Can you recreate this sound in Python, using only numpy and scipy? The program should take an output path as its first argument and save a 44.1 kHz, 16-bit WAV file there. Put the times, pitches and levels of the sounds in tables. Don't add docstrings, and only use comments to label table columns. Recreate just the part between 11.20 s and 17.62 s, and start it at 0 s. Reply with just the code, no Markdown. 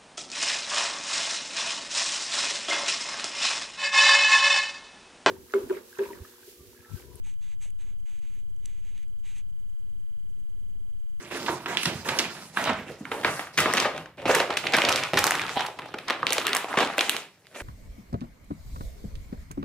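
import sys
import numpy as np
from scipy import signal
from scipy.fft import rfft, irfft, next_fast_len
from scipy.io import wavfile
from scipy.ndimage import uniform_filter1d, map_coordinates

SR = 44100
rng = np.random.default_rng(int(sys.argv[2]) if len(sys.argv) > 2 else 0)


def file_out(sig):
    cols = np.atleast_2d(sig).T
    lim = np.clip(cols, -1, 1)
    pcm = np.round(lim * 32767).astype(np.int16)
    wavfile.write(sys.argv[1], SR, pcm)


N = 283122

BAND_EDGES_HZ = 22 * 2 ** np.arange(0, 9.6, .5)

# (per Hz, relative)
HOUSE_COLOUR = [(25, -17), (60, -16), (140, 5), (350, -36), (1000, -39), (3000, -35), (14000, -28.5)]
HOUSE_DB = -64.5
# pitch_hz, likeness (correlation)
LIKENESS = [(30, .75), (80, 0.98), (300, 0.97), (1000, 0.86), (2000, 0.75), (4000, 0.23), (12000, 0.057)]
# pitch_hz, right_minus_left_db
MICROPHONES = [(100, -1), (300, -0.1), (700, -1.5), (2200, 0.5), (4500, 1), (8000, -0.7), (13000, -2)]
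CUTOFF_HZ = 15500

# pitch_hz, t60_s
ROOM_T60 = [(100, 1), (260, 0.61), (480, 0.39), (700, 0.3), (1840, 0.41), (4850, 0.36), (14000, 0.28)]
# pitch_hz, level_db
ROOM_COLOUR = [(110, -2.5), (210, -4), (300, 1), (430, -0.5), (800, 3), (1700, -2.5), (3000, -0.5),
               (5000, -2), (14000, -2.5)]
# start_s, left_lag_ms, right_minus_left_db, room_db
PLACE = [(0, 0.083, 3.5, -6), (.7, 0.073, 4, -2.5), (1.2, 0.073, 3, -6), (1.45, 0.05, 3, -2.5),
         (2.1, -0.078, 2, -2), (2.5, -0.045, 0, -3.5), (3.2, -0.027, 1.5, -4), (4.0, 0.0048, 1, -4),
         (5.0, -0.014, 1, -5), (6.4, -0.04, 0.5, -7)]

# start_s, level_db (before the rustle trim)
STEPS = [(0.291, -43), (0.66, -40.5), (0.752, -43.5), (0.9, -47), (1.47, -35.5), (1.69, -44), (2.06, -38.5),
         (2.38, -32.5), (2.45, -36), (2.57, -42), (2.78, -44.5), (3.04, -37), (3.56, -39), (3.66, -39.5),
         (3.75, -42), (3.929, -35.5), (4.2, -45), (4.36, -47), (5.02, -50), (5.1, -49), (5.18, -50),
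         (5.6, -46)]
STEP_RISE_S, STEP_DECAY_DB_PER_S = 0.0059, 172
# start_s, level_db (for a bag body at full scale, before the rustle trim)
SCUFFING = [(0, -33.5), (1.4, -35), (2.0, -37), (2.5, -36.5), (3.3, -33), (4.5, -37), (5.4, -42.5),
            (6.4, -55.5)]
SCUFF_FOLLOWS = 0.39

# start_s, level_db (before colour and rustle trim)
BRUSHING = [(0, -48), (0.42, -49.5), (0.8, -60), (1.22, -56), (1.32, -61), (1.35, -47), (1.5, -56.5),
            (1.8, -57.5), (2.2, -45), (2.32, -72), (2.4, -56), (2.8, -53), (2.9, -70), (2.98, -82),
            (3.2, -52.5), (4.45, -45), (4.55, -61), (5.95, -54), (6.05, -71), (6.26, -64), (6.42, -46)]
# sheet_db, body_db, hiss_db
BRUSH_COLOUR_DB = (-1, -4, -2.5)
# start_s, length_s, sheet_db, body_db, hiss_db (before the rustle trim)
SHOVES = [(0.102, 0.068, -35, -40, -40), (0.19, 0.16, -39.5, -42, -43), (0.471, 0.078, -35, -41, -43),
          (0.556, 0.14, -41.5, -60, -42.5), (0.66, 0.038, -38, -38, -50), (0.72, 0.093, -48, -64, -44),
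          (0.843, 0.21, -34.5, -40.5, -39.5), (1.09, 0.17, -46, -53.5, -47),
          (1.358, 0.079, -31, -39.5, -40.5), (1.446, 0.055, -29, -35.5, -52), (1.56, 0.044, -43, -44, -50),
          (1.66, 0.062, -48.5, -44.5, -58), (1.904, 0.11, -43, -39.5, -47),
          (2.041, 0.026, -27.5, -30.5, -39), (2.088, 0.12, -49, -66, -40.5), (2.326, 0.022, -48, -52, -49),
          (2.37, 0.16, -29.5, -31.5, -41), (2.53, 0.097, -29.5, -34, -43),
          (2.734, 0.041, -38.5, -38.5, -57), (2.97, 0.12, -45.5, -41.5, -60.5),
          (3.068, 0.14, -26, -33, -37), (3.29, 0.043, -34.5, -40, -57), (3.427, 0.13, -38, -39.5, -47),
          (3.523, 0.13, -27, -32, -38), (3.658, 0.13, -28, -32.5, -45), (3.81, 0.043, -31.5, -48, -60),
          (3.945, 0.22, -31, -37, -44), (4.164, 0.14, -34.5, -39.5, -63), (4.361, 0.041, -29.5, -39, -48),
          (4.56, 0.4, -48, -50.5, -64), (4.871, 0.035, -30, -37.5, -62), (4.98, 0.15, -44, -40, -70),
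          (5.065, 0.15, -33, -41, -44), (5.237, 0.14, -31.5, -36.5, -54), (5.478, 0.15, -37, -41, -47.5),
          (5.574, 0.06, -27, -32.5, -37.5), (5.652, 0.077, -35, -51, -47),
          (5.764, 0.22, -34.5, -39.5, -40.5), (6.34, 0.1, -43, -46, -50.5)]
SHOVE_ATTACK_S, SHOVE_SAG_DB_PER_S, SHOVE_RELEASE_DB_PER_S = 0.015, 10, 241.5

# (per Hz, relative within each part)
PAPER = [(35, -25), (70, -12), (140, -3.5), (450, 4), (1100, 1.5), (2700, -3), (5000, -13.5), (11500, -20),
         (15500, -33.5)]
# start_s, rubbing_db (smooth rubbing relative to the creases)
RUBBING = [(0, 3), (1.2, 7), (1.45, 3), (2.2, -5), (2.5, -7), (3.6, -8), (6.4, -3)]
CREASE_TOP_HZ = 3200
RUSTLE_DB, SNAP_DIRECT_DB = -0.79, -1.5

# start_s, end_s, pitch_hz (before bending), width_hz (likewise), level_db
HOLLOWS = [(0, 1.6, 226, 50, 5), (0, 1.05, 337, 65, 1.5), (0.267, 0.37, 963, 55, 0),
           (1.39, 1.53, 654, 70, 0), (2.65, 2.71, 1240, 35, 5.5), (3.085, 3.02, 465, 60, 1.5),
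           (3.292, 3.53, 795, 60, 0.5)]
HOLLOW_BEND_OCTAVES, HOLLOW_BENDS_PER_S = .03, 12

TICKS_PER_S, TICK_MS, TICK_HZ, TICK_Q, TICK_CRACK_DB = 60, 1.0, 1720, 1.0, -32
TICK_OVER_SHEET_DB, TICK_SPREAD_DB, TICK_SPREAD_OCTAVES = 6.5, 0.5, 0.66

# start_s, length_ms, level_db (energy as rms over one ms, before trims), pitch_hz, q (raised to 0.45 at least)
KNOCKS = [(0.292, 9.1, -24, 400, 2), (1.399, 8.5, -23.5, 640, 1.1), (1.496, 13, -16.5, 404, 0.43),
          (1.807, 5.4, -22.5, 224, 1.6), (1.916, 7.1, -21, 406, 0.38), (2.046, 9.7, -16, 400, 0.74),
          (2.403, 8.6, -20, 480, 0.9), (2.4568, 7.6, -14, 403, 0.41), (2.652, 9.8, -10.5, 590, 1.9),
          (3.055, 14.4, -11, 310, 0.61), (3.091, 13, -5.5, 480, 2.6), (3.16, 25, -11, 430, 2.2),
          (3.202, 6.5, -11, 520, 1.3), (3.297, 5.1, -18, 447, 1.4), (3.934, 8.5, -10, 372, 0.63),
          (4.368, 6, -20, 402, 0.37), (4.485, 2.3, -22.5, 620, 1.55), (4.741, 7.4, -20, 373, 0.47),
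          (4.906, 4.4, -18, 530, 1.3), (5.1828, 4.5, -16, 395, 1.06), (5.573, 8.7, -12, 398, 0.53),
          (5.605, 7.9, -14, 380, 0.35), (5.783, 4.4, -16, 474, 1.1)]
KNOCK_CRACK_DB = -35
# start_s, length_ms, level_db (energy as rms over one ms, before trims),
# pitch_hz (panel), q (panel, raised to 0.45 at least), crack_db (crease, relative to the panel)
SNAPS = [(0.111, 4.3, -28, 1180, 0.79, -20), (0.263, 7.9, -20, 1580, 0.63, -24),
         (0.283, 14.7, -11, 1020, 0.9, -36), (0.459, 10.6, -16.5, 1260, 0.7, -23),
         (0.5714, 2.55, -9.5, 2800, 1.05, -35), (0.632, 4.2, -16.5, 2820, 0.42, -24),
         (0.655, 6.5, -10, 2130, 0.58, -34), (0.888, 9.9, -11, 1780, 0.6, -26),
         (0.9883, 5.4, -9.5, 3650, 0.74, -25), (0.994, 11.3, -10, 2580, 0.57, -27),
         (1.372, 2.7, -9.5, 1380, 1.7, -22), (1.441, 3.5, -19, 2400, 0.66, -6),
         (1.473, 10, -13, 1000, 0.69, -26), (1.493, 10.3, -11.5, 1350, 0.9, -26),
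         (1.853, 3.3, -24, 1230, 0.97, -19), (1.916, 9.8, -15, 1040, 0.54, -17),
         (2.033, 8.6, -21, 1190, 0.51, -17), (2.047, 3.2, -6.5, 1440, 0.92, -28),
         (2.1939, 5.6, -16.5, 1030, 0.37, -24), (2.271, 4.9, -29, 1330, 1, -10),
         (2.3756, 6.1, -8, 2390, 0.63, -12), (2.384, 12, -5, 1980, 0.72, -8.5),
         (2.403, 4.7, -14, 2200, 0.93, 1.5), (2.4583, 3, -10, 1320, 1.2, -22),
         (2.5, 2.6, -19, 1400, 1.2, -27), (2.5373, 1.6, -11, 1850, 1.8, -3),
         (2.571, 13.7, -7, 1770, 0.55, -30), (2.6, 4.8, -11.5, 3140, 0.55, -17),
         (2.6468, 4, -15, 1850, 1.3, -26), (2.653, 16, -12, 1170, 0.63, -28),
         (2.7781, 3, -24, 1680, 0.51, -13), (2.8586, 3.7, -30.5, 1000, 0.56, -33),
         (3.055, 23, -16, 2170, 0.92, -27.5), (3.093, 15.7, -11, 1370, 0.64, -21),
         (3.149, 4.8, -8, 1520, 0.81, -1.5), (3.2, 5.8, -9, 1230, 0.33, -28),
         (3.304, 8.6, -14.5, 920, 0.4, -37), (3.3704, 4, -10, 2600, 0.65, -10.5),
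         (3.4682, 4.5, -11.5, 2440, 1.37, -24), (3.5225, 2.8, -24, 2600, 0.58, -14),
         (3.536, 16.8, -3, 1920, .9, -36), (3.5671, 2.2, -15.5, 1740, 2.7, -2.5),
         (3.584, 6, -9, 1090, 0.32, -35), (3.619, 2.1, -8, 2300, 1.3, -20),
         (3.65, 3.1, -11.5, 3360, 1, -29), (3.6878, 2.34, -10, 1580, 0.36, -18),
         (3.693, 1.04, -10.5, 2310, 0.39, -9), (3.7203, 1.8, -20, 3000, 0.61, -16),
         (3.726, 0.78, -12.5, 3630, 1, -21), (3.7598, 1.6, -12, 3370, 0.52, -15),
         (3.8365, 0.73, -16, 2200, 0.63, -24), (3.889, 0.79, -29, 2580, 1.4, -20),
         (3.9345, 2.6, -16.5, 2030, 0.82, -12), (3.941, 3.8, -15.5, 2040, 0.69, -21),
         (3.9729, 8.1, -4.5, 1630, 0.59, -25), (3.985, 3.8, -11.5, 1700, 0.39, -24),
         (3.9901, 2.7, -12, 1250, 0.31, 1), (4.0413, 1.8, -9.5, 1190, 0.6, 1),
         (4.0675, 2.55, -13, 910, 0.63, 0.5), (4.0758, 3.7, -13.5, 1600, 0.36, -25),
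         (4.1085, 1.53, -10, 2070, 1.2, -3.5), (4.12, 1.63, -12, 1250, 0.32, -28),
         (4.1454, 5.2, -16.5, 1350, 1.3, -20), (4.153, 2.05, -15.5, 1800, .5, -16),
         (4.1956, 0.7, -16, 1900, 1.2, -24), (4.2169, 1.5, -19.5, 1800, 0.46, -34),
         (4.2658, 1.5, -27.5, 3200, 1, -24), (4.2938, 1.74, -19.5, 1200, 0.5, -30),
         (4.3933, 4.3, -19.5, 1570, 0.73, -24), (4.4064, 2.7, -15, 1240, 0.65, -26),
         (4.4505, 0.71, -21, 1030, 1.2, -25), (4.463, 7.4, -22, 1880, 0.39, -12),
         (4.589, 7.4, -21, 950, 0.47, -20), (4.62, 1.6, -31, 2000, 0.97, -20),
         (4.6574, 4.1, -28.5, 690, 1.2, -19), (4.741, 4.96, -22.5, 1100, 0.61, -24),
         (4.7852, 4, -23.5, 2330, 0.92, -17), (4.886, 3.7, -18.5, 1450, 0.84, -20),
         (4.8995, 2.8, -12.5, 1650, 0.68, -21), (4.906, 2.6, -12.5, 1660, 0.69, -23),
         (5.03, 2.25, -11, 1120, 2.1, -38), (5.0683, 0.6, -9, 2780, 1.14, -19),
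         (5.106, 0.54, -16, 2520, 0.66, -30), (5.1237, 2, -11.5, 2060, 0.35, -7),
         (5.131, 1.9, -27.5, 700, 0.85, 15), (5.1818, 1.85, -10.5, 2160, 0.51, -12),
         (5.2532, 1.4, -26, 2600, 0.75, -16), (5.2683, 1.47, -10, 2690, 0.69, -5),
         (5.28, 2.3, -15.5, 2400, 1, -26), (5.2928, 1.5, -25, 2160, 0.55, -22),
         (5.3313, 2.5, -10, 1590, 0.44, -17), (5.3499, 1.7, -10.5, 1320, 0.36, -2.5),
         (5.3623, 1.03, -14.5, 1710, 0.72, -22), (5.367, 1.8, -19.5, 1700, 1.9, 5),
         (5.4443, 3.5, -17.5, 800, 0.57, -22), (5.484, 4.6, -25, 990, 1.2, -20),
         (5.529, 2.1, -19.5, 1500, 1.5, -30), (5.54, 4.8, -15, 910, 1.1, -35),
         (5.571, 14.3, -7.5, 1020, 0.6, -28), (5.586, 4.7, -8.5, 1110, 0.3, -35),
         (5.605, 12.8, -10, 1020, 0.38, -19), (5.699, 6.2, -21, 720, 0.69, -33),
         (5.7812, 2.5, -9.5, 1200, 0.5, -6), (5.7917, 2.2, -9, 2830, 1.7, -37),
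         (5.8083, 3.5, -7.5, 1740, 0.36, -33), (5.8952, 1.03, -6.5, 3030, 1.03, -3),
         (5.9657, 2.6, -17.5, 2970, 0.85, -5), (6.269, 2.1, -40.5, 2970, 0.66, -8),
         (6.368, 3.6, -34, 1700, 0.92, -20), (6.403, 3.6, -27, 1690, 1.8, -25)]
THUMP_DB, THUMP_DB_PER_DOUBLING = -25, 3.5
# start_s, pitch_hz (centre of the crack)
CRACK_PITCH = [(4.2, 5130), (5.1, 6500)]


def from_db(db):
    return 10 ** (np.asarray(db) / 20)


def unit(x, axis=None):
    return x / np.sqrt(np.mean(x ** 2, axis=axis, keepdims=True) + 1e-20)


def in_time(rows):
    s, *columns = np.transpose(rows)
    return [np.interp(np.arange(N) / SR, s, column) for column in columns]


def at_hz(points, hz):
    table_hz, values = np.transpose(points)
    return np.interp(np.log(hz), np.log(table_hz), values)


def passband(x, edges_hz, kind="band", order=2):
    edges_hz = np.clip(edges_hz, 10, .45 * SR)
    return signal.sosfilt(signal.butter(order, edges_hz, kind, fs=SR, output="sos"), x + 1e-18)


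def drift(rate):
    knots = rng.standard_normal(int(rate * N / SR) + 2)
    return unit(np.interp(np.arange(N) * rate / SR, np.arange(len(knots)), knots))


def pan(right_db):
    return from_db(right_db * np.array([[-.5], [.5]]))


def bands(pairs):
    for k, edges in enumerate(zip(BAND_EDGES_HZ, BAND_EDGES_HZ[1:])):
        mid, side = passband(pairs[k % 2], edges)
        hz = np.sqrt(edges[0] * edges[1])
        alike = np.clip(at_hz(LIKENESS, hz), -1, 1)
        yield hz, np.sqrt(1 + alike) * mid + np.sqrt(1 - alike) * side * [[1], [-1]]


def background():
    noise = rng.standard_normal((2, 2, N))
    coloured = sum(band * from_db(at_hz(HOUSE_COLOUR, hz)) for hz, band in bands(noise))
    return from_db(HOUSE_DB) * unit(coloured)


def room(x, gap_s=0.0003, build_s=0.00031, size=18000, count=16):
    t = np.maximum(np.arange(size) / SR - gap_s, 0)
    responses = 0
    for hz, band in bands(rng.standard_normal((2, 2, count * size))):
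        decay = from_db(-60 * t / at_hz(ROOM_T60, hz)) * (1 - np.exp(-t / build_s))
        envelope = unit(decay) * from_db(at_hz(ROOM_COLOUR, hz)) / np.sqrt(2 * size)
        responses = responses + band.reshape(2, count, size) * envelope
    out = np.zeros((2, N + size))
    for k, span in enumerate(np.array_split(np.arange(N), count)):
        echo = signal.fftconvolve(x[None, span], responses[:, k], axes=1)
        out[:, span[0]:span[-1] + size] += echo
    return out[:, :N]


def treading(body):
    t = np.arange(N) / SR
    scuff = body ** SCUFF_FOLLOWS * from_db(in_time(SCUFFING)[0])
    power = scuff ** 2
    for s, db in STEPS:
        span = slice(int(s * SR), int(s * SR) + SR)
        age = t[span] - s
        fall_db = STEP_DECAY_DB_PER_S * np.maximum(age - STEP_RISE_S, 0)
        step = np.clip(age / STEP_RISE_S, 0, 1) * from_db(db - fall_db)
        power[span] += step ** 2
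    return np.sqrt(power)


def shoving():
    t = np.arange(N) / SR
    power = np.outer(from_db(BRUSH_COLOUR_DB), from_db(in_time(BRUSHING)[0])) ** 2
    for s, length_s, *levels_db in SHOVES:
        span = slice(max(int(s * SR), 0), int(s * SR) + SR)
        age = t[span] - s
        fall_db = SHOVE_SAG_DB_PER_S * age + SHOVE_RELEASE_DB_PER_S * np.maximum(age - length_s, 0)
        shape = np.clip(age / SHOVE_ATTACK_S, 0, 1) * from_db(-fall_db)
        power[:, span] += np.outer(from_db(levels_db), shape) ** 2
    sheet, body, hiss = np.sqrt(power)
    return body, sheet, hiss


def rustle(gains, grains_per_s=500, size_db=1.5, clump_db=4.0, patchy_db=(2.5, 2.0, 3.5, 3.5)):
    born = rng.random(N) < grains_per_s * from_db(clump_db * drift(70)) / SR
    grains = born * from_db(size_db * np.minimum(rng.exponential(1, N), 3.5))
    grains = grains / np.sqrt(uniform_filter1d(grains ** 2, size=4096) + 1e-4)
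    rub = from_db(in_time(RUBBING)[0])
    sliding = rng.standard_normal((2, 2, N))
    creasing = np.hypot(grains, rub) / np.hypot(1, rub) * sliding
    crackle = passband(creasing, CREASE_TOP_HZ, "low", order=1)
    smooth = passband(sliding, CREASE_TOP_HZ, "high", order=1)
    parts = np.zeros((4, 2, N))
    for hz, band in bands(crackle + smooth):
        part = np.searchsorted([176, 700, 4000], hz)
        parts[part] += band * from_db(at_hz(PAPER, hz) + patchy_db[part] * drift(35))
    return sum(unit(part) * gain for part, gain in zip(parts, gains))


def hollows(x, bend, size=256):
    out = x.copy()
    for start_s, end_s, hz, width_hz, db in HOLLOWS:
        state = np.zeros(x.shape[:-1] + (2,))
        for i in range(max(int(start_s * SR), 0), int(end_s * SR) + SR // 10, size):
            b, a = signal.iirpeak(hz * bend[i], hz / width_hz, fs=SR)
            stirred = x[..., i:i + size] * (i < end_s * SR)
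            ring, state = signal.lfilter(b, a, stirred, zi=state)
            out[..., i:i + size] += from_db(db) * ring
    return out


def ticks(sheet):
    chance = rng.standard_normal((1024, 3)).clip(-2, 2)
    times = np.cumsum(rng.exponential(1, len(chance))) / TICKS_PER_S
    rows = []
    for s, (length, strength, pitch) in zip(times, chance):
        if s < N / SR:
            sheet_db = 20 * np.log10(sheet[int(s * SR)])
            level_db = sheet_db + TICK_OVER_SHEET_DB + TICK_SPREAD_DB * strength
            hz = TICK_HZ * 2 ** (TICK_SPREAD_OCTAVES * pitch)
            rows.append((s, TICK_MS * 2 ** length, level_db, hz, TICK_Q, TICK_CRACK_DB))
    return rows


def buckles(sheet):
    for s, length_ms, db, hz, q in KNOCKS:
        yield s, length_ms, db, hz, q, THUMP_DB, KNOCK_CRACK_DB
    for s, length_ms, db, hz, q, crack_db in list(SNAPS) + ticks(sheet):
        thump_db = THUMP_DB + THUMP_DB_PER_DOUBLING * np.log2(length_ms)
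        yield s, length_ms, db, hz, q, thump_db, crack_db


def slips(length_ms, per_ms, spread_db, first_db, swell_db, catch_db=2.5, catch_ms=1.6, size=2048):
    ms = np.arange(size) * 1000 / SR
    run = (rng.random(size) < per_ms * 1000 / SR) * rng.choice([-1, 1], size)
    catching = np.interp(ms / catch_ms, np.arange(64), np.r_[1, rng.standard_normal(63)])
    run = run * from_db(spread_db * rng.standard_normal(size) + catch_db * catching)
    run = run * np.exp(-(ms / length_ms) ** 4)
    run = run * from_db(swell_db * np.minimum(ms / length_ms, 2))
    run = unit(run) / np.sqrt(size)
    run[0] += from_db(first_db) / length_ms * rng.choice([-1, 1])
    return run


def buckle(jolts, hz, q, thump_db, crack_db, crack_hz, crack_span=1.52, thump_hz=(230, 650),
           crack_low_hz=2000, low_hz=120):
    b, a = signal.iirpeak(hz, max(q, .45), fs=SR)
    panel = unit(signal.lfilter(b, a, signal.lfilter(b, a, jolts)), axis=1)
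    thump = from_db(thump_db) * unit(passband(jolts, thump_hz), axis=1)
    crease = passband(jolts, (crack_hz / crack_span, crack_hz * crack_span), order=1)
    crack = from_db(crack_db) * unit(passband(crease, crack_low_hz, "high"), axis=1)
    radiated = passband(panel + thump + crack, low_hz, "high")
    return radiated * np.sqrt(SR / 1000 / jolts.shape[1])


def snaps(sheet, scatter_db=-7.0, scatter_hz=2800, wander_db=1.0):
    direct, spread = np.zeros((2, N + SR)), np.zeros(N + SR)
    for s, length_ms, level_db, *colour in buckles(sheet):
        jolts = slips(length_ms, per_ms=4.3, spread_db=4.0, first_db=4.0, swell_db=0.5)
        blow = signal.unit_impulse(len(jolts), int(length_ms / 2 * SR / 1000))
        crack_hz = np.interp(s, *np.transpose(CRACK_PITCH))
        snap, all_round = from_db(level_db) * buckle(np.array([jolts, blow]), *colour, crack_hz)
        facets = unit(rng.standard_normal(32)) / np.sqrt(32)
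        treble = passband(snap, scatter_hz, "high", order=1)
        side = from_db(scatter_db) * signal.lfilter(facets, 1, treble)
        span = slice(int(s * SR), int(s * SR) + len(snap))
        direct[:, span] += np.array([snap + side, snap - side]) * pan(wander_db * rng.standard_normal())
        spread[span] += all_round
    return direct[:, :N], spread[:N]


def scene():
    lag_ms, right_db, room_db = in_time(PLACE)
    house = background()
    body, sheet, hiss = shoving()
    rubbing = from_db(RUSTLE_DB) * rustle((treading(body), body, sheet, hiss))
    bend = 2 ** (HOLLOW_BEND_OCTAVES * drift(HOLLOW_BENDS_PER_S))
    direct, spread = snaps(sheet)
    into_room = hollows(spread + rubbing.mean(axis=0), bend)
    echo = room(into_room * from_db(room_db))
    near = hollows(from_db(SNAP_DIRECT_DB) * direct + rubbing, bend)
    left, right = near + echo
    left = map_coordinates(left, [np.arange(N) - lag_ms * SR / 1000], order=3)
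    return np.array([left, right]) * pan(right_db) + house


def record(dry, top=0.71):
    size = next_fast_len(N + SR // 10)
    hz = np.maximum(np.fft.rfftfreq(size, 1 / SR), 1)
    heard = irfft(rfft(dry, size) * pan(at_hz(MICROPHONES, hz)), size)[:, :N]
    rounded = top * np.tanh(heard / top)
    return signal.sosfilt(signal.ellip(10, .1, 90, CUTOFF_HZ, fs=SR, output="sos"), rounded)


dry = scene()
out = record(dry)
file_out(out)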